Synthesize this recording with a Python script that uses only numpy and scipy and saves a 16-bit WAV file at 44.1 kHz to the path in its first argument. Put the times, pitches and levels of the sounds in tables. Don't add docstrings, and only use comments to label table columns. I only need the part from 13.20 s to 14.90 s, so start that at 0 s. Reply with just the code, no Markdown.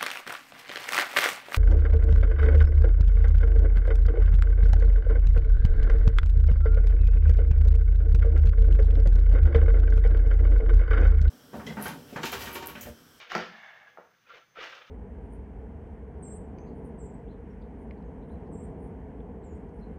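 import sys
import numpy as np
from scipy import signal
from scipy.fft import rfft, irfft, next_fast_len
from scipy.io import wavfile
from scipy.ndimage import map_coordinates

SR = 44100
rng = np.random.default_rng(int(sys.argv[2]) if len(sys.argv) > 2 else 0)


def to_linear_factor(level_db):
    exponent = np.asarray(level_db, float) / 20
    return 10 ** exponent


def generate_wav(sig):
    pcm = np.round(np.clip(np.atleast_2d(sig).T, -1, 1) * 32767).astype(np.int16)
    wavfile.write(sys.argv[1], SR, pcm)


N = 74970

# (frequency [Hz], level [dB])
HISS_SPECTRUM = [(20, -30), (60, -21.5), (150, 7), (700, -5.5), (1400, 8.5), (3000, -4.5), (6000, -1.5),
                 (12000, 8.5), (16000, -1.5)]
# (time [s], level [dB], brightness [dB/octave])
SCUFF_STROKE = [(0, -46.5, 2.5), (.05, -52.5, 0.5), (.092, -54.5, 1.5), (.104, -43, 2.5), (.15, -35, -4),
                (.25, -50, -2), (.36, -64, 5.5), (.9, -69, -5), (1.03, -74.5, 3.5), (1.07, -68, -1),
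                (1.094, -56, -0.5), (1.104, -53.5, -0.5), (1.155, -53, 0.5), (1.2, -63.5, -1.5),
                (1.238, -78, 8), (1.262, -88, -6), (1.335, -75, -5), (1.356, -59, 0), (1.364, -51, -1.5),
                (1.4, -46.5, 0), (1.435, -42.5, 1), (1.48, -46.5, 1), (1.55, -50, 2.5), (1.62, -54.5, 0),
                (1.7, -63, 3.5)]
# (frequency [Hz], width [Hz], level [dB])
SCUFF_MODES = [(500, 56, -6.5), (720, 42, -11), (1196, 48, -6.5), (1350, 38, -2.5), (1586, 340, -4.5),
               (2390, 327, -5), (2900, 210, -6), (3480, 750, -11.5)]
# (frequency [Hz], width [Hz], level [dB])
SCUFF_LATE_MODES = [(528, 71, -2), (1266, 190, 3), (1734, 300, 1), (2550, 1100, -4), (3620, 740, -7)]
# (frequency [Hz], level [dB])
RUB_SPECTRUM = [(100, -120), (250, -3), (500, 1), (1500, -0.5), (3000, -4), (6000, -11), (16000, -23)]
# (time [s], length [s], pitch [Hz], rms level [dB])
SQUEAK_EVENTS = [(0, 0.04, 2320, -56), (1.064, 0.0092, 2460, -63), (1.067, 0.0057, 1350, -62),
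                 (1.094, 0.032, 1350, -52), (1.1, 0.019, 1186, -55), (1.112, 0.012, 500, -64),
                 (1.134, 0.023, 500, -62), (1.157, 0.0134, 539, -66.5), (1.209, 0.028, 1350, -64),
                 (1.356, 0.006, 1340, -51.5), (1.367, 0.012, 1350, -46.5), (1.385, 0.0091, 482.8, -49.5),
                 (1.409, 0.016, 1277, -48.5), (1.421, 0.014, 2480, -56)]
BLOW_TIMES = [.1184, .1343, .1512, .152, .1565, .166, .7737, .7853, 1.372]
# (peak [dB], favoured mode region [Hz], low thud peak [dB],
# rattle decay time [s], crack peak relative to the blow [dB])
BLOWS = [(-21, 1360, -57, 0.00305, -7.5), (-29, 2000, -62, 0.0046, -32), (-15, 1790, -78, .012, -9),
         (-25, 600, -34.5, 0.00404, -41), (-25.5, 550, -52.5, .006, -42), (-26.5, 463, -43.5, .02, -37),
         (-35, 1080, -69.5, 0.0063, -36), (-37, 630, -61, 0.016, -40), (-45.5, 450, -63.5, 0.0338, -38)]
# (frequency [Hz], width [Hz], level [dB])
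THUD_MODES = [(174.3, 14.3, 3), (222.8, 12, 0.5), (344.6, 13.7, -3.5)]
# (frequency [Hz], width [Hz], level [dB])
DECK_MODES = [(389.5, 15, 1.5), (484, 48, -3), (570, 84, -6), (660, 100, 4), (850, 480, 2), (1120, 140, -6),
              (1340, 126, 7.5), (1623, 65, 0), (1850, 350, -0.5)]
# (frequency [Hz], width [Hz], level [dB])
CRACK_MODES = [(4640, 1100, 5), (6870, 2300, 5), (12560, 17600, -3.5)]
# (time [s], level [dB], brightness [dB/octave])
SLIDE_STROKE = [(.12, -108, 13), (.2, -61, 9.5), (.34, -54, -5), (.4, -51, 1), (.435, -49, 0.5),
                (.47, -50.5, 1), (.53, -53.5, -0.5), (.57, -54.5, -3.5), (.6, -60.5, -1), (.63, -54, -2),
                (.65, -59, -1), (.685, -56.5, 2), (.72, -64.5, 6), (.77, -69, -3), (.84, -83, 0)]
# (frequency [Hz], width [Hz], level [dB])
SLIDE_MODES = [(634, 107, -9.5), (830, 154, -7), (1160, 400, -12.5), (1728, 136, 0.5), (2196, 68, -2),
               (2740, 130, -12), (3506, 71, -13.5)]
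# (frequency [Hz], time to fall 60 dB [s])
ROOM_T60 = [(150, 0.51), (500, 0.27), (1500, 0.43), (4000, 0.51), (10000, 0.34)]
# (frequency [Hz], gain [dB])
MIC_RESPONSE = [(20, 24.5), (90, 15), (170, 4), (5500, -2), (6500, -6), (7500, -18.5), (9000, -22),
                (13800, -25.5), (15000, -1.5), (15500, -18)]


def unit(x):
    return x / np.sqrt(np.mean(x ** 2) + 1e-20)


def peak_unit(x):
    return x / np.abs(x).max()


def along(points, hz):
    f, value = np.transpose(points)
    return np.interp(np.log(hz + 1), np.log(f + 1), value)


def filtered(x, response):
    size = next_fast_len(len(x) + SR // 2)
    spectrum = rfft(x, size) * response(np.fft.rfftfreq(size, 1 / SR))
    return irfft(spectrum, size)[:len(x)]


def modes(table, flip=-1):
    def response(f):
        total = 0
        for k, (centre, width, db) in enumerate(table):
            damping = 1j * f * width
            total = total + flip ** k * to_linear_factor(db) * damping / (centre * centre - f * f + damping)
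        return total
    return response


def low_pass(u):
    return 1 / (1 - u * u + np.sqrt(2) * 1j * u)


def high_pass(u):
    return -u ** 2 * low_pass(u)


def wobble(rate):
    knots = rng.standard_normal(int(N * 200 / SR) + 4)
    return map_coordinates(knots, [np.arange(N) * min(rate, 199) / SR])


def room(x, wet_db):
    first_wall_s = 0.0066
    hz, t, z = signal.stft(rng.standard_normal(SR // 2), SR, nperseg=256)
    decay = to_linear_factor(-60 * t / along(ROOM_T60, hz)[:, None])
    tail = signal.istft(z * decay, SR, nperseg=256)[1]
    tail = tail / np.linalg.norm(tail)
    delayed = np.pad(x, (round(first_wall_s * SR), 0))
    return x + to_linear_factor(wet_db) * signal.fftconvolve(delayed, tail)[:N]


def background():
    hiss_db, whine_hz, whine_db, whine_waver_db = -64, 6230, -78.5, 3
    hiss = unit(filtered(rng.standard_normal(N), lambda f: to_linear_factor(along(HISS_SPECTRUM, f))))
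    waver = to_linear_factor(whine_waver_db * wobble(25.5))
    phase = 2 * np.pi * whine_hz * np.arange(N) / SR + 0.5 * wobble(35)
    whine = np.sqrt(2) * waver * np.sin(phase)
    return to_linear_factor(hiss_db) * hiss + to_linear_factor(whine_db) * whine


def grit(spread_db):
    strength = np.minimum(rng.exponential(size=N // 8 + 1), 4).repeat(8)[:N]
    return rng.standard_normal(N) * to_linear_factor(spread_db * strength)


def rubbing(stroke, ring, late_ring, shift_s, broad_db, above_hz, grit_db, catch_db):
    s, level_db, tilt_db = np.transpose(stroke)
    seconds = np.arange(N) / SR
    grip = grit(grit_db) * to_linear_factor(catch_db * wobble(90))
    late = np.interp(seconds, shift_s, [0, 1])
    early_rung = unit(filtered(grip, modes(ring)))
    late_rung = unit(filtered(grip, modes(late_ring)))
    rung = (1 - late) * early_rung + late * late_rung
    scrape = grit(grit_db) * to_linear_factor(catch_db * wobble(40.5))
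    broad = unit(filtered(scrape, lambda f: to_linear_factor(along(RUB_SPECTRUM, f))))
    hz, t, z = signal.stft(unit(rung + to_linear_factor(broad_db) * broad), SR, nperseg=512)
    octaves = np.log2(np.clip(hz, 200, 6000) / 1500)[:, None]
    tilt = to_linear_factor(np.interp(t, s, tilt_db) * octaves)
    bass_cut = 1 + (above_hz / (hz[:, None] + 1)) ** 6
    rub = signal.istft(z * tilt / bass_cut, SR, nperseg=512)[1][:N]
    return to_linear_factor(np.interp(seconds, s, level_db, left=-120)) * rub


def scuff():
    return rubbing(SCUFF_STROKE, SCUFF_MODES, SCUFF_LATE_MODES, shift_s=(1.438, 1.53),
                   broad_db=-4.5, above_hz=300, grit_db=4.0, catch_db=3.0)


def squeaks():
    edge_s, waver_db, waver_hz = 0.002, 2, 25
    t, out = np.arange(N) / SR, np.zeros(N)
    for s, length_s, hz, db in SQUEAK_EVENTS:
        attack = np.clip((t - s) / edge_s, 0, 1)
        release = np.exp(-np.clip(t - s - length_s, 0, None) / edge_s)
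        phase = 2 * np.pi * np.cumsum(hz + waver_hz * wobble(80)) / SR
        level = np.sqrt(2) * to_linear_factor(db + waver_db * wobble(140))
        out += level * attack * release * np.sin(phase)
    return out


def struck_deck(start, place_hz, rattle_s):
    contacts, rattle_db = 14, -1.5
    falloff_db = -10
    draw, blows = rng.random((contacts, 2)), np.zeros(N)
    late = 0.000695 + 2 * rattle_s * draw[:, 0]
    strength = to_linear_factor(rattle_db) * np.exp(-late / rattle_s) * (2 * draw[:, 1] - 1)
    np.add.at(blows, np.round((start + late) * SR).astype(int), strength)
    blows[round(start * SR)] = 1
    weighted = [(c, w, g + falloff_db * np.log2(c / place_hz) ** 2) for c, w, g in DECK_MODES]
    ring = modes(weighted, flip=1.0)
    return filtered(blows, lambda f: ring(f) * high_pass(f / (0.6 * place_hz))
                    * low_pass(f / (1.6 * place_hz)) ** 2)


def thud(start):
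    radiates_hz = 150
    impulse = 1. * (np.arange(N) == round(start * SR))
    return filtered(impulse, lambda f: modes(THUD_MODES)(f) * high_pass(f / radiates_hz) ** 2)


def crack(start):
    crack_s = 0.0035
    t, burst = np.arange(SR // 50) / SR, np.zeros(N)
    burst[round(start * SR):][:len(t)] = np.exp(-t / crack_s) * rng.standard_normal(len(t))
    return filtered(burst, modes(CRACK_MODES))


def impacts():
    blow_room_db, crack_room_db = -3, 0
    out = np.zeros(N)
    for start, (db, place_hz, thud_db, rattle_s, crack_db) in zip(BLOW_TIMES, BLOWS):
        hit = to_linear_factor(db) * peak_unit(struck_deck(start, place_hz, rattle_s))
        low = to_linear_factor(thud_db) * peak_unit(thud(start))
        out += room(hit + low, blow_room_db)
        out += to_linear_factor(db + crack_db) * room(peak_unit(crack(start)), crack_room_db)
    return out


def slide():
    slowed = [(0.96 * centre, 0.63 * width, db) for centre, width, db in SLIDE_MODES]
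    return rubbing(SLIDE_STROKE, SLIDE_MODES, slowed, shift_s=(0.65, 0.68),
                   broad_db=-19.5, above_hz=500, grit_db=2.0, catch_db=-1.0)


def scene():
    rubs = room(scuff() + slide(), wet_db=-6.5)
    mix = background() + rubs + room(squeaks(), wet_db=-12) + impacts()
    return mix[None]


def top_cut(x):
    return signal.sosfilt(signal.butter(12, 15680, fs=SR, output="sos"), x)


def record(dry):
    top_hz = 15560
    mix = filtered(dry[0], lambda f: to_linear_factor(along(MIC_RESPONSE, f)) * (f < top_hz))[None]
    return top_cut(mix)


dry = scene()
out = record(dry)
generate_wav(out)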